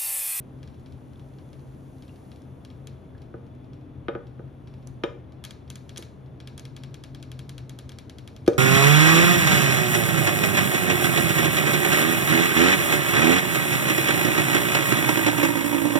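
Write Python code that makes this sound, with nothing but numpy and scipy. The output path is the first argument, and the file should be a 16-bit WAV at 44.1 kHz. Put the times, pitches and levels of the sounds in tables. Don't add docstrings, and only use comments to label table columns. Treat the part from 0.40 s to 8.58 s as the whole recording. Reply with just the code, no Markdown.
import sys
import numpy as np
from scipy import signal
from scipy.fft import rfft, irfft, next_fast_len
from scipy.io import wavfile

SR = 44100
rng = np.random.default_rng(int(sys.argv[2]) if len(sys.argv) > 2 else 0)


def bounce(signal):
    frames = np.transpose(np.atleast_2d(signal))
    limited = np.clip(frames, -1, 1)
    pcm = np.round(limited * 32767).astype(np.int16)
    wavfile.write(sys.argv[1], SR, pcm)


def voltage_ratio(level):
    return 10 ** (np.asarray(level, float) / 20)


N = 360738

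# frequency in Hz, relative density in dB per Hz.
AIR_SPECTRUM = [(22, -22), (35, -19.5), (50, -6.5), (63, -7.5), (80, 2), (105, -4), (170, -8), (260, -8),
                (400, -13), (700, -20), (1100, -26.5), (1800, -35), (3400, -41.5), (5000, -53.5),
                (9000, -57), (16000, -59)]
AIR_RMS_DB = -47.5
# frequency in Hz, width of one filter pass in Hz, rms level in dB.
HUM_TONES = [(258.6, 11.5, -59), (299.4, 3.24, -62.5), (351.2, 17, -72), (633.2, 10, -69.5),
             (3440, 49, -83)]
# time in seconds, rms level in dB.
LOW_HUM_DRIFT = [(0.0, -44), (0.48, -49), (1.05, -46), (1.96, -52.5), (2.28, -48), (4.6, -45.5), (5.1, -50),
                 (6.97, -44.5), (7.68, -51), (8.18, -47.5)]
LOW_HUM_HZ, LOW_HUM_WIDTH_HZ = 130.3, 14.4
# frequency in Hz, likeness from 0 to 1.
STEREO_LIKENESS = [(60, .94), (170, .9), (350, .75), (700, .1), (1400, .2), (2100, .63), (4100, .84),
                   (5400, .85), (5700, .99), (6300, .97), (6800, .8), (7400, .85), (7750, 1), (8750, 1),
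                   (9200, .8), (10200, .8), (10700, 1), (12500, 1), (13000, .75), (13600, .8), (13950, 1),
                   (16000, 1)]

# frequency in Hz, t60 in seconds, relative level in dB.
KITCHEN_ECHO = [(195, 0.63, -23), (463, 0.43, -13.5), (1510, 0.35, -9.5), (4000, 0.35, -18),
                (7540, 0.35, -11), (15200, 0.083, -15.5)]
ECHO_MIN_LIKENESS, ECHO_OFFSET_DB, KNOCK_ECHO_DB = 0.17, -16, -7.5

# start in seconds, relative level in dB, treble against that level in dB
TICK_EVENTS = [(0.1885, -55, -24), (0.2302, -36.5, -27), (0.2758, -40.5, -27), (0.3433, -47.5, -42),
               (0.3964, -50, -22), (0.4605, -39.5, -42), (0.523, -43.5, -24), (0.7338, -49, -24),
               (0.7956, -43.5, -24), (0.9373, -51.5, -22), (0.9859, -41.5, -32), (1.1306, -40.5, -22),
               (1.1943, -48, -27), (1.6235, -38.5, -25), (1.68, -42.5, -29), (1.759, -46, -24),
               (1.917, -39, -29), (1.9599, -45, -21), (2.019, -52.5, -12), (2.2498, -36.5, -22),
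               (2.302, -39.5, -38), (2.4719, -33.5, -16.5), (2.78, -47.5, -30), (2.819, -42.5, -25),
               (3.0664, -51.5, -25), (3.1513, -56, -20), (3.244, -49, -34), (3.333, -42, -43),
               (3.411, -52, -33), (3.8696, -44, -45), (4.2736, -39.5, -48), (4.339, -42.5, -41),
               (4.4267, -48, -30), (4.4723, -42.5, -6.5), (4.9218, -44, -27), (5.0399, -26.5, -17),
               (5.05, -26.5, -13.5), (5.108, -30.5, -17.5), (5.2778, -44, -38), (5.3019, -29, -13),
               (5.3564, -31.5, -13), (5.4932, -31.5, -21), (5.561, -30, -26), (5.5736, -29, -12),
               (5.5787, -31, -4.5), (5.6247, -30, -20), (5.861, -49, -39), (6.0022, -33, -30),
               (6.074, -30, -19.5), (6.1785, -30, -15.5), (6.1953, -36, -11), (6.253, -32, -18.5),
               (6.3651, -30, -20.5), (6.4358, -30.5, -21.5), (6.5431, -31.5, -19), (6.638, -30, -17.5),
               (6.748, -32, -23), (6.8004, -46, -34), (6.8271, -31.5, -19), (6.9168, -31, -19),
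               (6.992, -30.5, -19), (7.0935, -30, -15.5), (7.1805, -30, -19.5), (7.295, -31.5, -16),
               (7.3886, -30, -16), (7.493, -32, -16), (7.5188, -34.5, -24), (7.5866, -30.5, -17.5),
               (7.6965, -32.5, -19), (7.7847, -32.5, -20), (7.876, -31.5, -19), (7.9642, -35, -22),
               (8.064, -31, -25), (8.133, -35, -25)]
# frequency in Hz, width in Hz, relative level in dB.
TICK_RESONANCES = [(1176, 450, -7), (1635, 97, 0), (2270, 380, -4.5), (2850, 690, -4), (3760, 126, -0.5),
                   (3923, 44, 4.5), (4220, 430, -2), (5510, 280, -4.5), (6060, 67, -12.5),
                   (7480, 200, -8.5)]
TICK_BODY_GAIN_DB, TICK_TREBLE_GAIN_DB = 15.5, 18
RATTLE_DECAY_S, RATTLE_DB = 0.018, -29
SCRATCH_DECAY_S, SCRATCH_DB, SCRATCH_LIKENESS, SCRATCH_TOP_HZ = 0.0018, -4, 0.82, 10500
PING_HZ, PING_WIDTH_HZ, PING_DB = 3330, 110, 10.5
NEAR_TICK_DB, PING_FADE_DB_PER_DB = -33, 0.6

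# start in seconds, peak level in dB, starting pitch in Hz.
MELT_DROPS = [(0.7582, -52, 3420), (1.694, -48, 2740), (2.75, -52, 1660)]
DROP_T60_CYCLES = 39
DROP_CHIRP_PER_S = 2.8

# start in seconds, crack in dB, thud against crack in dB,
# hollowness within the thud in dB, hard edge against crack in dB (all relative, gains are added later).
KNOCK_EVENTS = [(2.9411, -42.5, 13, 4, -44), (3.6836, -26, 7.5, 8, -38), (3.7513, -31.5, 9, 5.5, -48),
                (3.9941, -45.5, 13.5, 3, -45), (4.6364, -23.5, 9, 3.5, -8.5), (5.5882, -50.5, 16, -2, -3),
                (8.0774, -24, 22, -1, 5)]
# frequency in Hz, relative level in dB, undamped t60 in seconds.
JAR_MODES = [(113, -18.5, 0.094), (277, 2.5, 0.015), (359, 3.5, 0.055), (412, -2, 0.042),
             (460, -2.5, 0.082), (509, -14.5, 0.083), (572.5, -13.5, 0.11), (662, -10.5, 0.033),
             (826, -21, 0.08), (983, -5, 0.034), (1244, -5.5, 0.05), (1352, 0.5, 0.024), (1480, 2, 0.024),
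             (1660, -13, 0.065), (1770, 10.5, 0.0075), (2093, 2, 0.016), (2350, 3, 0.018),
             (2940, 5.5, 0.013), (3160, -10, 0.063), (3200, -7.5, 0.019), (3654, -10, 0.097),
             (3780, -33, 0.012), (5070, -11, 0.033), (6090, -16, 0.036)]
SLUSH_T60_SHARE = 0.82
CRACK_FROM_HZ, HOLLOW_FROM_HZ, UNEVEN_FROM_HZ, SKEW_RAD = 900, 545, 440, 0.43
THUD_GAIN_DB, CRACK_GAIN_DB = -1.5, -0.5
PUSH_S, PUSH_LAG_S, SNAP_S = 0.0018, 0.00198, 0.00059
HARD_CRACK_DB, SOFTENING_DB_PER_OCTAVE_PER_DB, SOFT_FROM_HZ = -22, 1.7, 1500
JUDDER_GAIN_DB, JUDDER_BAND_HZ, JUDDER_DECAY_S = -2.5, [800, 4320], 0.0025
EDGE_FROM_HZ, EDGE_RING_GAIN_DB, EDGE_NOISE_GAIN_DB = 4200, 7, -4

# time in seconds, hiss rms level in dB.
SLIDE_FLOW = [(0.0, -76.5), (1.09, -72), (1.91, -69.5), (2.05, -75), (3.51, -84.5), (4.28, -80),
              (4.49, -78), (4.97, -89), (5.51, -74), (5.76, -79.5), (6.01, -84), (6.2, -81), (7.63, -82),
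              (7.91, -76), (8.09, -76), (8.18, -71)]
# frequency in Hz, relative density in dB per Hz.
SLIDE_SPECTRUM = [(1500, -38), (3500, -12.5), (5200, -11.5), (7000, -6.5), (9500, -3.5), (11500, -13.5),
                  (14000, -4.5), (16000, -25)]
GRAINS_PER_S, GRAIN_SPREAD_DB, GRAIN_DB = 250, 4, -10

# frequency in Hz, left over right in dB.
PORT_LEVELS = [(30, .6), (60, 1.5), (150, 3.5), (600, .8), (1700, 1.2), (2800, 4.5), (5100, 4.2),
               (5700, .5), (7700, 0), (16000, 0)]
# frequency in Hz, lead of the right port in half turns.
RIGHT_PORT_LEAD = [(30, 0), (2000, 0), (2700, -.2), (3700, -.1), (5200, -.2), (5650, 0), (6200, .03),
                   (7750, 1), (8750, 1), (10700, 2), (12500, 2), (13950, 3), (16000, 3)]
# frequency in Hz, gain in dB.
MIC_RESPONSE = [(30, 2), (12000, 1), (13500, -6.5), (15000, -1), (16500, -29)]


def rms_one(x):
    return x / np.sqrt(np.mean(x ** 2) + 1e-20)


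def at_hz(points, hz, column=1):
    points = np.array(points)
    return np.interp(np.log(hz), np.log(points[:, 0]), points[:, column])


def at_time(points):
    s, level_db = np.transpose(points)
    return voltage_ratio(np.interp(np.arange(N) / SR, s, level_db))


def resonance(x, hz, width_hz):
    r = np.exp(-np.pi * width_hz / SR)
    numerator = (1 - r * r) / 2 * np.array([1, 0, -1])
    return signal.lfilter(numerator, [1, -2 * r * np.cos(2 * np.pi * hz / SR), r * r], x)


def butter_filter(x, order, hz, kind):
    return signal.sosfilt(signal.butter(order, hz, kind, fs=SR, output="sos"), x)


def pair(mid, side, alike):
    alike = np.clip(alike, 0, 1)
    shared = np.sqrt(1 + alike) * mid
    opposed = np.sqrt(1 - alike) * side * np.array([[1], [-1]])
    return (shared + opposed) / np.sqrt(2)


def coloured_noise(spectrum):
    size = next_fast_len(N)
    hz = np.maximum(np.arange(size // 2 + 1) * SR / size, 1)
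    mid, side = rfft(rng.standard_normal((2, size)))
    in_band = (hz > 0.8 * spectrum[0][0]) & (hz < spectrum[-1][0])
    shaped = pair(mid, side, at_hz(STEREO_LIKENESS, hz)) * voltage_ratio(at_hz(spectrum, hz)) * in_band
    return rms_one(irfft(shaped, size)[:, :N])


def wavering_tone(hz, width_hz):
    noise = rng.standard_normal((2, N + SR))
    mid, side = resonance(resonance(noise, hz, width_hz), hz, width_hz)[:, SR:]
    return rms_one(pair(mid, side, at_hz(STEREO_LIKENESS, hz)))


def air():
    return voltage_ratio(AIR_RMS_DB) * coloured_noise(AIR_SPECTRUM)


def hum():
    low = at_time(LOW_HUM_DRIFT) * wavering_tone(LOW_HUM_HZ, LOW_HUM_WIDTH_HZ)
    return low + sum(voltage_ratio(rms_db) * wavering_tone(hz, width_hz) for hz, width_hz, rms_db in HUM_TONES)


def kitchen(x):
    t, edges_hz, echo = np.arange(SR // 2) / SR, 140 * 2 ** np.arange(0, 7.1, 0.5), 0
    white = rng.standard_normal((2, 2, len(t)))
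    for k, (low, high) in enumerate(zip(edges_hz, edges_hz[1:])):
        band = butter_filter(white[k % 2], 2, [low, high], "band")
        hz = np.sqrt(low * high)
        level_db = at_hz(KITCHEN_ECHO, hz, column=2) + ECHO_OFFSET_DB
        echo = echo + band * voltage_ratio(level_db - 60 * t / at_hz(KITCHEN_ECHO, hz))
    hz = np.maximum(np.arange(len(t) + 1) * SR / (2 * len(t)), 1)
    alike = np.maximum(at_hz(STEREO_LIKENESS, hz), ECHO_MIN_LIKENESS)
    onset = np.clip(t / 0.00033, 0, 1)
    echo = irfft(pair(*rfft(echo * onset, 2 * len(t)), alike))
    return signal.fftconvolve(echo[:, :len(t)], x[None])[:, :N]


def ticks():
    s, level_db, treble_db = np.transpose(TICK_EVENTS)
    at, length = np.round(s * SR).astype(int), 600
    body, bright = np.zeros((2, N)) + 1e-18
    body[at] = voltage_ratio(level_db + TICK_BODY_GAIN_DB)
    bright[at] = voltage_ratio(level_db + treble_db + TICK_TREBLE_GAIN_DB)
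    contact = resonance(bright, 4900, 9200)
    for k, (hz, width_hz, db) in enumerate(TICK_RESONANCES):
        contact = contact + (-1) ** k * voltage_ratio(db) * resonance(body, hz, width_hz)

    decay_s = [[RATTLE_DECAY_S], [SCRATCH_DECAY_S], [SCRATCH_DECAY_S]]
    bursts = rng.standard_normal((len(TICK_EVENTS), 3, length)) * np.exp(-np.arange(length) / SR / decay_s)
    near = np.zeros((3, N + length)) + 1e-18
    for i, burst in zip(at, bursts):
        near[:, i:i + length] += burst * [[body[i]], [bright[i]], [bright[i]]]
    rattle = voltage_ratio(RATTLE_DB) * resonance(near[0], 2200, 1950)
    scratch = voltage_ratio(SCRATCH_DB) * pair(*resonance(near[1:], 7200, 5400), SCRATCH_LIKENESS)
    scratch = butter_filter(scratch, 2, SCRATCH_TOP_HZ, "low")

    pinged = np.zeros(N) + 1e-18
    distance_db = PING_FADE_DB_PER_DB * np.minimum(level_db - NEAR_TICK_DB, 0)
    pinged[at] = body[at] * voltage_ratio(PING_DB + distance_db)
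    return contact, (rattle + scratch)[:, :N] + resonance(pinged, PING_HZ, PING_WIDTH_HZ)


def drops():
    t, out = np.arange(SR // 10) / SR, np.zeros(N)
    for s, level_db, hz in MELT_DROPS:
        i = round(s * SR)
        decay = voltage_ratio(level_db - 60 * t * hz / DROP_T60_CYCLES)
        out[i:i + len(t)] += decay * np.sin(2 * np.pi * hz * t * (1 + DROP_CHIRP_PER_S * t))
    return out


def knocks():
    t, out = np.arange(SR // 4) / SR, np.zeros((2, N + SR))
    hz, mode_db, t60_s = np.transpose(JAR_MODES)[:, :, None]
    low = hz < CRACK_FROM_HZ
    since = np.maximum(t - PUSH_LAG_S * low, 0)
    snap = 1 - np.exp(-t / SNAP_S)
    swell = np.where(low, 1 - np.exp(-(since / PUSH_S) ** 2), snap)
    decay = voltage_ratio(-60 * since / (t60_s * SLUSH_T60_SHARE))
    phase = 2 * np.pi * hz * since
    skew = SKEW_RAD * (hz > UNEVEN_FROM_HZ) * (-1) ** np.arange(len(JAR_MODES))[:, None]
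    octaves_up = np.maximum(np.log2(hz / SOFT_FROM_HZ), 0)
    spread_db = rng.normal(0, 1.5, (len(KNOCK_EVENTS), len(JAR_MODES), 1))
    shakes = rng.standard_normal((len(KNOCK_EVENTS), 2, len(t))) * np.exp(-t / JUDDER_DECAY_S) * snap
    for (s, crack_db, thud_db, hollow_db, edge_db), chance_db, shake in zip(KNOCK_EVENTS, spread_db, shakes):
        soft_db = SOFTENING_DB_PER_OCTAVE_PER_DB * min(crack_db - HARD_CRACK_DB, 0)
        push_db = THUD_GAIN_DB + thud_db + hollow_db * (hz > HOLLOW_FROM_HZ)
        edge_ring_db = (edge_db + EDGE_RING_GAIN_DB) * (hz > EDGE_FROM_HZ)
        snap_db = CRACK_GAIN_DB + soft_db * octaves_up + edge_ring_db
        level_db = crack_db + mode_db + np.where(low, push_db, snap_db) + chance_db
        size = voltage_ratio(level_db) * swell * decay
        rings = [(size * np.sin(phase + side * skew)).sum(axis=0) for side in (1, -1)]
        judder = voltage_ratio(JUDDER_GAIN_DB + soft_db) * butter_filter(shake[0], 4, JUDDER_BAND_HZ, "band")
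        edge = voltage_ratio(edge_db + EDGE_NOISE_GAIN_DB) * resonance(shake[1], 4900, 4600)
        i = round(s * SR)
        out[:, i:i + len(t)] += rings + voltage_ratio(crack_db) * (judder + edge)
    return out[:, :N]


def slide():
    sizes = voltage_ratio(GRAIN_SPREAD_DB * np.minimum(rng.exponential(1, N), 4)) * rng.choice([-1, 1], N)
    impacts = sizes * (rng.random(N) < GRAINS_PER_S / SR) + 1e-18
    grains = rms_one(resonance(impacts, 3800, 2500))
    return at_time(SLIDE_FLOW) * (coloured_noise(SLIDE_SPECTRUM) + voltage_ratio(GRAIN_DB) * grains)


def scene():
    contact, near = ticks()
    at_glass = knocks() + drops()
    echo = kitchen(contact + voltage_ratio(KNOCK_ECHO_DB) * at_glass.mean(axis=0))
    return air() + hum() + echo + contact + near + at_glass + slide()


def low_pass(x):
    return signal.sosfilt(signal.butter(12, 15900, fs=SR, output="sos"), x)


def record(dry):
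    size = next_fast_len(N + 2048)
    hz = np.maximum(np.arange(size // 2 + 1) * SR / size, 1)
    left = voltage_ratio(at_hz(PORT_LEVELS, hz) / 2) * np.exp(-0.5j * np.pi * at_hz(RIGHT_PORT_LEAD, hz))
    ports = np.array([left, 1 / left])
    ported = irfft(rfft(dry, size) * voltage_ratio(at_hz(MIC_RESPONSE, hz)) * ports, size)[:, :N]
    return low_pass(ported)


dry = scene()
out = record(dry)
bounce(out)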